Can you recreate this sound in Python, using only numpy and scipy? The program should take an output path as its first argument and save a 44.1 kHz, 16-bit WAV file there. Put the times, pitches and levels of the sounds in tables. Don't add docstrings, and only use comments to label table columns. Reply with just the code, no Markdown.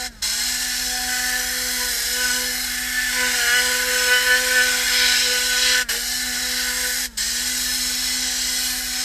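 import sys
import numpy as np
from scipy.fft import rfft, irfft, next_fast_len
from scipy.io import wavfile
from scipy.ndimage import map_coordinates

SR = 44100
rng = np.random.default_rng(int(sys.argv[2]) if len(sys.argv) > 2 else 0)


def generate_wav(sig):
    pcm = np.round(np.clip(np.atleast_2d(sig).T, -1, 1) * 32767).astype(np.int16)
    wavfile.write(sys.argv[1], SR, pcm)


N = 398663

# released t/s, pressed again t/s
PAUSES = [(.069, .222), (5.821, 5.889), (7.059, 7.174)]
# middle t/s, length/s, speed lost/(turns/s), scuff level/dB
BRUSHES = [(2.0, .18, 11.1, -48.5), (3.454, 0.15, 11.4, -48), (5.94, 0.074, 0.38, -41.5),
           (6.355, 0.076, 2.8, -48)]


def amp(db):
    return 10 ** (np.asarray(db) / 20)


def unit(x):
    return x / np.sqrt(np.mean(x ** 2) + 1e-20)


def along(points, hz):
    f, v = np.transpose(points)
    return np.interp(np.log(hz + 1), np.log(f + 1), v)


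def curve(points):
    t, v = np.transpose(points)
    return np.interp(np.arange(N) / SR, t, v)


def wobble(knots_per_s):
    n = np.arange(N)
    coarse = n[::32]
    knots = rng.standard_normal(int(N * knots_per_s / SR) + 4)
    return np.interp(n, coarse, map_coordinates(knots, [coarse * knots_per_s / SR]))


def swell(middle_s, length_s):
    bell = np.zeros(N)
    first = max(int((middle_s - 2 * length_s) * SR), 0)
    last = min(int((middle_s + 2 * length_s) * SR), N)
    n = np.arange(first, last)
    bell[n] = .5 ** ((2 * (n / SR - middle_s) / length_s) ** 2)
    return bell


def filtered(x, response):
    m = next_fast_len(N + SR // 2)
    return irfft(rfft(x, m) * response(np.fft.rfftfreq(m, 1 / SR)), m)[:N]


def band(x, lo_hz, hi_hz, order=20):
    def below(hz, edge_hz):
        return 1 / (1 + (hz / edge_hz) ** order)
    return filtered(x, lambda hz: below(hz, hi_hz) - below(hz, lo_hz))


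def order_tone(angle, order, shimmer, knots_per_s, drift_rad=0):
    phase = order * angle + rng.uniform(0, 2 * np.pi) + drift_rad * wobble(7)
    in_phase = (1 + shimmer * wobble(knots_per_s)) * np.cos(phase)
    quadrature = shimmer * wobble(knots_per_s) * np.sin(phase)
    return np.sqrt(2) * (in_phase + quadrature)


def outside(floor_db=-51):
    # f/Hz, level/dB
    drone_tones = [(39.7, -47.5), (50.3, -76), (55, -49), (60, -54.5), (125, -69)]
    # f/Hz, level/dB
    rush_spectrum = [(15, -4.5), (32, -7), (75, -1.5), (130, -3.5), (250, -10), (600, -14), (1800, -25),
                     (3000, -17), (15000, -31)]
    t = np.arange(N) / SR
    drone = sum(amp(db) * order_tone(2 * np.pi * hz * t, order=1, shimmer=0.22, knots_per_s=6)
                for hz, db in drone_tones)
    rush = filtered(rng.standard_normal(N), lambda hz: amp(along(rush_spectrum, hz)))
    return drone + amp(floor_db) * unit(rush)


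def valve(bleed_s=0.011, tail_db=-19, tail_s=0.029, opening_s=.0085):
    t, flow = np.arange(N) / SR, np.ones(N)
    for released_s, pressed_s in PAUSES:
        since_s = np.maximum(t - released_s, 0)
        closing = np.maximum(np.exp(-since_s / bleed_s), amp(tail_db) * np.exp(-since_s / tail_s))
        opening = np.clip((t - pressed_s) / opening_s + .5, 0, 1)
        flow *= np.maximum(closing, opening)
    return flow


def drag():
    return sum(lost * swell(s, length_s) for s, length_s, lost, _ in BRUSHES)


def spin(coast_s=.66, spin_up_s=.118, spin_up_shape=1.35):
    # t/s, speed/(turns/s)
    free_spin = [(0, 249.5), (1.1, 250.3), (2.25, 249), (3.25, 250.5), (4.1, 249), (4.35, 251.5),
                 (4.62, 251.5), (4.75, 249), (5.5, 249.3), (5.8, 251), (7.0, 250), (8.3, 252)]
    t, speed = np.arange(N) / SR, curve(free_spin)
    for released_s, pressed_s in PAUSES:
        lost = 1 - np.exp(-np.clip(t - released_s, 0, pressed_s - released_s) / coast_s)
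        remaining = np.exp(-(np.maximum(t - pressed_s, 0) / spin_up_s) ** spin_up_shape)
        speed = speed * (1 - lost * remaining)
    return speed - drag()


def scuffs():
    # f/Hz, level/dB
    scuff_spectrum = [(200, -24), (380, -7), (470, -1), (660, -4), (850, -8), (1200, -12), (2000, -25),
                      (6000, -60)]
    level = sum(amp(db) * swell(s, length_s) for s, length_s, _, db in BRUSHES)
    return level * unit(filtered(rng.standard_normal(N), lambda hz: amp(along(scuff_spectrum, hz))))


def whine(angle, flow, eighth_order_db=-59):
    tones = sum(order_tone(angle, order=k, shimmer=.25, knots_per_s=70) * k / 8 for k in (4, 6, 8))
    return amp(eighth_order_db) * (1 - flow) * tones


def cone_db(hz):
    # f/Hz, level/dB
    air_spectrum = [(100, -10), (350, -25), (650, -17), (1000, -8.5), (1330, -17), (1480, 0), (2100, -5),
                    (2550, -3.5), (3600, -9.5), (4300, -8), (8400, -6), (8900, -13), (12500, -13.5),
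                    (15200, -19.5)]
    # f/Hz, width/Hz, level/dB
    resonances = [(851, 150, 5), (920, 97, -14), (1710, 100, 3), (2085, 52, 6), (2638, 200, -7.5),
                  (2976, 90, 4), (3338, 147, 7), (3944, 210, 4.5), (4230, 250, 4.5), (5220, 316, 7),
                  (5890, 300, 2), (6550, 280, -4.5), (6600, 280, 5), (7380, 270, -4.5), (7530, 340, 3.5),
                  (8320, 270, 1.5), (11920, 940, 2.5), (13650, 600, -0.5)]
    peaks_db = sum(db / (1 + (2 * (hz - centre_hz) / width_hz) ** 4)
                   for centre_hz, width_hz, db in resonances)
    return along(air_spectrum, hz) + peaks_db


def whistles():
    whistle_rows = [(1.13, .12, -57, -33, -34), (1.286, 0.17, -59, -33.5, -29.5),
                    (1.822, 0.084, -34.5, -37, -43), (2.23, 0.14, -39, -29.5, -50),
                    (3.033, 0.42, -73, -37, -31.5), (3.24, .1, -34, -31, -41),
                    (3.516, 0.16, -37.5, -21, -23.5), (3.93, 0.12, -45, -28.5, -49),
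                    (4.144, 0.097, -33, -20, -26), (4.323, 0.097, -37, -21, -18.5),
                    (4.593, 0.15, -39, -21.5, -23.5), (4.941, 0.043, -40, -25, -48),
                    (5.093, 0.15, -44, -27.5, -40), (5.374, 0.13, -44, -28, -45),
                    (5.542, 0.078, -52, -26, -42), (5.804, 0.19, -39, -27, -31),
                    (5.95, 0.065, -36, -39, -47), (6.703, .08, -50, -35, -42),
                    (6.867, 0.1, -42, -36, -34.5)]
    return sum(np.outer(amp(levels_db), swell(s, length_s)) for s, length_s, *levels_db in whistle_rows)


def tone_gains(flares, sixth_db=1, seventh_db=-8.5, third_flare_db=-20, twelfth_db=-11.5, fade_db=3.0):
    hum_db, second_db = curve([(0.03, -45.5), (1.19, -44.0), (2.27, -41.5), (3.07, -44.0), (3.23, -38),
                               (4.27, -48), (4.39, -42), (6.11, -46), (6.31, -39.5), (6.95, -46.5),
                               (7.67, -41.5), (9.03, -44.5)]), curve([(0.03, -48.5), (0.72, -56.5), (0.88, -48.5), (1.75, -44),
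                                                   (2.38, -38.5), (2.5, -50), (3.05, -59), (3.17, -39.5),
                                                   (3.6, -33.5), (4.68, -34), (4.87, -46), (5.03, -35.5),
                                                   (5.15, -44), (5.28, -39), (5.79, -38), (6.05, -53.5),
                                                   (6.85, -42), (7.001, -52), (9.03, -53)])
    third_db, roar_db = curve([(0.03, -36.5), (0.42, -48.5), (0.85, -45), (0.95, -37), (1.38, -39),
                               (1.55, -47.5), (3.1, -47.5), (3.23, -52.5), (3.45, -35), (3.85, -51.5),
                               (4.78, -43.5), (5.35, -58), (6.25, -47), (7.7, -55), (9.03, -47.5)]), curve([(0.03, -37), (0.39, -35.5), (1.03, -35.5), (1.11, -33),
                                                     (2.35, -36), (3.43, -30), (3.95, -31), (5.07, -29),
                                                     (5.47, -34), (5.75, -27), (6.03, -37), (6.63, -32),
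                                                     (7.35, -37.5), (7.47, -36.5), (8.63, -37.5),
                                                     (9.03, -37)])
    # middle t/s, length/s, level/dB
    squeals = [(3.56, 0.089, -28), (4.18, 0.11, -25), (4.32, .07, -30)]
    hum_damping, second_damping = 0.9, 0.6
    flare_second, flare_sixth, flare_seventh = flares
    lost = drag()
    sixth = np.hypot(amp(second_db + sixth_db + fade_db * wobble(9)), flare_sixth)
    squeal = sum(amp(db) * swell(s, length_s) for s, length_s, db in squeals)
    return {"hum": amp(hum_db - hum_damping * lost),
            "second": np.hypot(amp(second_db - second_damping * lost), flare_second),
            "third": np.hypot(amp(third_db), amp(third_flare_db) * flare_sixth),
            "sixth": sixth,
            "seventh": np.hypot(amp(roar_db + seventh_db + fade_db * wobble(9)), flare_seventh),
            "twelfth": np.hypot(amp(twelfth_db) * sixth, squeal)}


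def tube(angle, speed, flow, coast_db=-14, lock_db=-29, hum_fade_db=1.1):
    # order, name of level followed, level against it/dB, random fading/dB
    overtones = [(2, "second", -.7, 2.7), (3, "third", -0.2, 1.8), (4, "second", -6, 2.4),
                 (5, "hum", -14, 2), (5, "sixth", -16, 2), (6, "sixth", 1.4, -0.3),
                 (7, "seventh", 1.4, 1.8), (8, "sixth", -13, 7), (8, "hum", -4, 5), (9, "sixth", -16, 1.5),
                 (10, "sixth", -16, 1), (11, "sixth", -15.5, 0.5), (12, "twelfth", -0.6, 1.1)]
    slowing_db = 45
    tuning = 0.97
    shimmer_per_order, drift_rad_per_order = 0.083, 0.073
    flares = whistles()
    gains, usual = tone_gains(flares), np.median(speed)
    grid_hz = np.arange(SR // 8)
    colour_db = cone_db(grid_hz)
    hum_tone = order_tone(angle, order=1, shimmer=0.028, knots_per_s=40)
    hum = gains["hum"] * amp(hum_fade_db * wobble(13)) * hum_tone
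    buzz = np.zeros(N)
    rough = shimmer_per_order / (1 + flares[1] / amp(lock_db))
    for order, name, db, fade_db in overtones:
        ring_db = np.interp(order * speed, grid_hz, colour_db) - np.interp(order * usual, grid_hz, colour_db)
        gain = gains[name] * amp(db + tuning * ring_db + fade_db * wobble(10))
        buzz += gain * order_tone(angle, order, shimmer=rough * order, knots_per_s=65,
                                  drift_rad=drift_rad_per_order * order)
    return amp(slowing_db * np.log(speed / usual)) * (hum + np.maximum(flow, amp(coast_db)) * buzz)


def panels(x, echo_db, sway_ms, knots_per_s, count=7):
    n, out = np.arange(N), x.copy()
    for delay_ms in np.geomspace(.7, 7, count):
        lag = (delay_ms + sway_ms * wobble(knots_per_s)) * SR / 1000
        out += amp(echo_db) * np.interp(n - lag, n, x)
    return out


def zone_gains(flow, wander_db=0.6, surge_s=0.1):
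    zones = [("hiss", -25, 1.3, 0.044, 4, -24), ("roar", 1.17, 0.94, 0.05, 1, -21.5),
             ("hiss", -12, 4.3, 1, 1.9, -30), ("hiss", -4, -.5, 1.08, 3, -25),
             ("hiss", -4.5, -0.27, 0.1, 2.2, -25), ("mist", 0.092, 0.1, 0.05, 3.1, -24)]
    # middle t/s, length/s, level/dB
    squalls = [(5.0, 0.2, 3.5), (5.145, 0.24, 4), (5.695, 0.16, 6.5), (6.584, .15, 3)]
    press_force = [1.9, 1.5, 0.47]
    level_db = {"roar": curve([(0.03, -37), (0.39, -35.5), (1.03, -35.5), (1.11, -33), (2.35, -36),
                               (3.43, -30), (3.95, -31), (5.07, -29), (5.47, -34), (5.75, -27), (6.03, -37),
                               (6.63, -32), (7.35, -37.5), (7.47, -36.5), (8.63, -37.5), (9.03, -37)]), "hiss": curve([(0.03, -29.0), (0.43, -24.0), (1.03, -26),
                                                            (2.11, -25.5), (2.31, -23.0), (2.47, -26.5),
                                                            (2.83, -29), (3.31, -23), (3.75, -23.0),
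                                                            (3.87, -25.5), (4.03, -23.5), (5.59, -22.5),
                                                            (6.03, -28), (6.15, -24.5), (6.27, -26),
                                                            (8.67, -23), (8.83, -27.5), (9.03, -24)]), "mist": curve([(0.03, -42),
                                                                                         (0.39, -36),
                                                                                         (2.11, -31.0),
                                                                                         (2.99, -35.5),
                                                                                         (3.75, -32.0),
                                                                                         (6.55, -35.5),
                                                                                         (6.91, -32),
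                                                                                         (7.27, -36.5),
                                                                                         (7.63, -31.5),
                                                                                         (8.27, -37.5),
                                                                                         (8.67, -31.5),
                                                                                         (9.03, -36.5)])}
    bracket_from_s, bracket_to_s, bracket_ramp_s = 2.66, 5.97, .12
    t = np.arange(N) / SR
    bracket = np.clip(np.minimum(t - bracket_from_s, bracket_to_s - t) / bracket_ramp_s + .5, 0, 1)
    squall_db = sum(db * swell(s, length_s) for s, length_s, db in squalls)
    surge = sum(force * (t > pressed_s) * np.exp(-np.abs(t - pressed_s) / surge_s)
                for (_, pressed_s), force in zip(PAUSES, press_force))
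    gains = []
    for name, db, lift_db, share, surge_db, left_db in zones:
        zone_db = level_db[name] + db + lift_db * bracket + share * squall_db + surge_db * surge
        gains.append(np.maximum(flow, amp(left_db)) * amp(zone_db + wander_db * wobble(7)))
    return gains


def jet(angle, flow, swirl=0.075, flutter_db=.5):
    edges_hz = [200, 1200, 2300, 3700, 5600, 9000, 15300]
    air = panels(rng.standard_normal(N), echo_db=-14.5, sway_ms=0.076, knots_per_s=2.5)
    air = filtered(air, lambda hz: amp(cone_db(hz)))
    sound = sum(gain * unit(band(air, lo_hz, hi_hz))
                for gain, lo_hz, hi_hz in zip(zone_gains(flow), edges_hz, edges_hz[1:]))
    return sound * (1 + swirl * np.cos(angle)) * amp(flutter_db * wobble(130))


def scene():
    speed = spin()
    jitter = 1 + 0.00355 * wobble(30)
    angle = 2 * np.pi * np.cumsum(speed * jitter) / SR
    flow = valve()
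    mono = outside() + scuffs() + whine(angle, flow) + tube(angle, speed, flow) + jet(angle, flow)
    return np.array([mono, mono])


def record(dry, top_hz=15290):
    return np.array([filtered(x, lambda hz: hz < top_hz) for x in dry])


dry = scene()
out = record(dry)
generate_wav(out)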